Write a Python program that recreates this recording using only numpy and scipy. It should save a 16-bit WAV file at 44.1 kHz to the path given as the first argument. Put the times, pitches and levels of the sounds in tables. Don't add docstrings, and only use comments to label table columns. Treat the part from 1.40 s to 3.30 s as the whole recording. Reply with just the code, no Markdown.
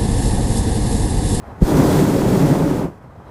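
import sys
import numpy as np
from scipy import signal
from scipy.io import wavfile

SR = 44100
rng = np.random.default_rng(int(sys.argv[2]) if len(sys.argv) > 2 else 0)


def rack_gain(trim_db):
    fader = np.asarray(trim_db, float)
    return 10 ** (fader / 20)


def wav_out(sig):
    wavfile.write(sys.argv[1], SR, np.round(np.clip(np.atleast_2d(sig).T, -1, 1) * 32767).astype(np.int16))


N = 83790
T_S = np.arange(N) / SR


def rms_one(x):
    return x / np.sqrt(np.mean(x ** 2) + 1e-20)


def at_hz(spectrum, hz):
    f, db = np.transpose(spectrum)
    octaves_outside = max(np.log2(f[0] / hz), np.log2(hz / f[-1]), 0)
    return np.interp(np.log(hz), np.log(f), db) - 24 * octaves_outside


def drift(rate_hz):
    hop, run_in = 40, 2000
    r = np.exp(-2 * np.pi * rate_hz * hop / SR)
    noise = rng.standard_normal(N // hop + run_in + 2)
    slow = rms_one(signal.lfilter([1], [1, -2 * r, r * r], noise)[run_in:])
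    return np.interp(np.arange(N) / hop, np.arange(len(slow)), slow)


def resonance(x, hz, width_hz):
    r = np.exp(-np.pi * width_hz / SR)
    gain = (1 - r * r) / 2
    return signal.lfilter([gain, 0, -gain], [1, -2 * r * np.cos(2 * np.pi * hz / SR), r * r], x)


def swell(start_s, length_s):
    return np.exp(-0.5 * ((T_S - start_s) / length_s) ** 2)


def banded(sources, spectrum, shared_db, own_db, tilt_db=0):
    run_in = 9000
    sources = [np.concatenate([x[-run_in:], x]) for x in sources]
    edges_hz = 20 * 2 ** np.arange(0, 9.8, 1 / 3)
    out = 0
    for k, (low, high) in enumerate(zip(edges_hz, edges_hz[1:])):
        hz = np.sqrt(low * high)
        sos = signal.butter(2, [low, high], "band", fs=SR, output="sos")
        band = signal.sosfilt(sos, sources[k % 2])[run_in:]
        flicker_db = shared_db + own_db * drift(7)
        out = out + band * rack_gain(at_hz(spectrum, hz) + flicker_db + tilt_db * np.log2(hz / 250))
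    return rms_one(out)


# time in seconds, jet level in dB, roar level in dB.
VALVE_FLOW = [(.17, -76, -60), (.2, -63, -42), (.22, -43, -20.5), (.245, -38.5, -23.5), (.275, -34, -14.5),
              (.4, -32.5, -11.5), (.5, -31, -12.5), (.62, -31.5, -13), (.67, -34, -14.5), (.82, -36, -15.5),
              (.95, -35, -14), (1.12, -36, -14.5), (1.26, -39.5, -16.5), (1.39, -42.5, -19),
              (1.448, -49, -19), (1.51, -64.5, -36), (1.56, -68, -50.5), (1.62, -80, -52)]


def blast():
    s, jet_db, roar_db = np.transpose(VALVE_FLOW)
    outside_s = np.maximum(s[0] - T_S, 0) + np.maximum(T_S - s[-1], 0)
    shut_db = -150 * outside_s
    return np.interp(T_S, s, jet_db) + shut_db, np.interp(T_S, s, roar_db) + shut_db


# frequency in Hz, level in dB per Hz.
ROAR_SPECTRUM = [(13, -43), (22, -6), (85, -5), (141, 0), (222, -2.5), (280, -0.5), (337, -14), (374, -3.5),
                 (3200, -36.5), (4160, -59), (7040, -120)]
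# frequency in Hz, width in Hz, level in dB over the plain roar.
CAN_RESONANCES = [(143, 19, -3.5), (183.7, 20, -2.5), (291.3, 42, 0.5), (373.5, 24, 4), (557, 24, -4),
                  (890, 200, -6.5)]
EDDIES_PER_S, EDDY_SPREAD_DB = 3000, 2.5
TILT_DB_PER_OCT = -0.0188


def roar(jet_db, roar_db):
    sizes = rack_gain(EDDY_SPREAD_DB * np.minimum(rng.exponential(1, N), 5)) * rng.choice([-1, 1], N)
    burning = rng.random(N) < EDDIES_PER_S / SR
    eddies = rms_one(sizes * burning) + 0.59 * rng.standard_normal(N)
    tilt_db = TILT_DB_PER_OCT * np.clip(jet_db + 68, -10, 8)
    plain = banded([eddies, -eddies], ROAR_SPECTRUM, 0.56 * drift(42), own_db=0.72, tilt_db=tilt_db)
    ringing = sum(rack_gain(db) * resonance(plain, hz, width_hz) for hz, width_hz, db in CAN_RESONANCES)
    return rack_gain(roar_db) * rms_one(plain + ringing)


# time in seconds, level in dB, frequency in Hz, length in seconds.
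FLAME_BILLOWS = [(.345, -19.5, 57.6, 0.017), (.40, -12, 142.6, 0.028), (.58, -13.5, 147, 0.011),
                 (.64, -11.5, 156, 0.013), (.745, -17.5, 116, 0.014), (1.05, -9.5, 147.5, 0.017),
                 (1.12, -11, 143, 0.018), (1.24, -13.5, 165, 0.019), (1.789, -33, 106, 0.01)]


def billows():
    out = 0
    for s, db, hz, length_s in FLAME_BILLOWS:
        phase = rng.uniform(0, 2 * np.pi)
        out = out + rack_gain(db) * swell(s, length_s) * np.sin(2 * np.pi * hz * (T_S - s) + phase)
    return out


# frequency in Hz, level in dB per Hz.
JET_SPECTRUM = [(1470, 1), (2500, -9), (3090, -8.5), (3400, -4), (7910, -5.5), (13300, -11), (15100, -11)]
WHISTLE_HZ, WHISTLE_WIDTH_HZ, WHISTLE_DB = 3380, 74, -18


def jet(jet_db):
    flutter_db = 0.27 * drift(6.5) + 0.68 * drift(32)
    hiss = banded(rng.standard_normal((2, N)), JET_SPECTRUM, flutter_db, own_db=-0.2)
    whistle = rng.standard_normal(N)
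    for _ in range(2):
        whistle = resonance(whistle, WHISTLE_HZ, WHISTLE_WIDTH_HZ)
    return rack_gain(jet_db) * (hiss + rack_gain(WHISTLE_DB) * rms_one(whistle))


# time in seconds, level in dB, burn time in seconds.
GAS_POCKETS = [
    (.2148, -14, .0007),
    (.2219, 2, .00055),
    (.2266, 4.5, .0013),
    (.2332, -5, .0011),
]
THUMP_HZ, THUMP_T60_S, THUMP_DB, VENT_HZ = 52, 0.06, -6, 40


def ignition():
    push = sum(rack_gain(db) * swell(s, burn_s) for s, db, burn_s in GAS_POCKETS) + 1e-18
    vented = signal.lfilter(*signal.butter(1, VENT_HZ, "high", fs=SR), push)
    r = rack_gain(-60 / (THUMP_T60_S * SR))
    w = 2 * np.pi * THUMP_HZ / SR
    boom = w * signal.lfilter([1, -np.cos(w)], [1, -2 * r * np.cos(w), r * r], push)
    return vented + rack_gain(THUMP_DB) * boom


# frequency in Hz, level in dB per Hz.
TOWN_SPECTRUM = [(25, -12), (85, -0.5), (180, -6.5), (336, -12.5), (950, -13.5), (1950, -28.5),
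                 (2600, -39.5), (15100, -53.5)]
TOWN_DB = -36
DUCK_DB, DUCK_UNTIL_S, RECOVER_DB_PER_S = 6, 1.614, 12.5


def town():
    recovered_db = RECOVER_DB_PER_S * np.maximum(T_S - DUCK_UNTIL_S, 0)
    onset = np.clip((T_S - 0.25) / 0.21, 0, 1)
    duck_db = np.clip(DUCK_DB - recovered_db, 0, None) * onset
    rumble = banded(rng.standard_normal((2, N)), TOWN_SPECTRUM, 1.0 * drift(17), own_db=0.2)
    return rack_gain(TOWN_DB - duck_db) * rumble


# time in seconds, level in dB, frequency in Hz, length in seconds.
BIRD_NOTES = [
    (1.832, -70, 3240, .008),
    (1.87, -68, 3900, .015),
    (1.89, -68, 3250, 0.0099),
]


def birds():
    white = rng.standard_normal(N)
    out = 0
    for s, db, hz, length_s in BIRD_NOTES:
        breath = rms_one(resonance(resonance(white, hz, 250), hz, 250))
        out = out + rack_gain(db) * swell(s, length_s) * breath
    return out


def scene():
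    jet_db, roar_db = blast()
    burner = roar(jet_db, roar_db) + billows() + jet(jet_db) + ignition()
    return (burner + town() + birds())[None]


def band_limit(x):
    return signal.sosfilt(signal.butter(12, 15270, fs=SR, output="sos"), x)


MIC_CUT_HZ, TOP_HZ, CEILING = 20, 15700, 2


def record(dry):
    x = signal.sosfilt(signal.butter(2, MIC_CUT_HZ, "high", fs=SR, output="sos"), dry)
    rounded = CEILING * np.tanh(x / CEILING)
    mix = signal.sosfilt(signal.cheby2(12, 40, TOP_HZ + 300, fs=SR, output="sos"), rounded)
    return band_limit(mix)


dry = scene()
out = record(dry)
wav_out(out)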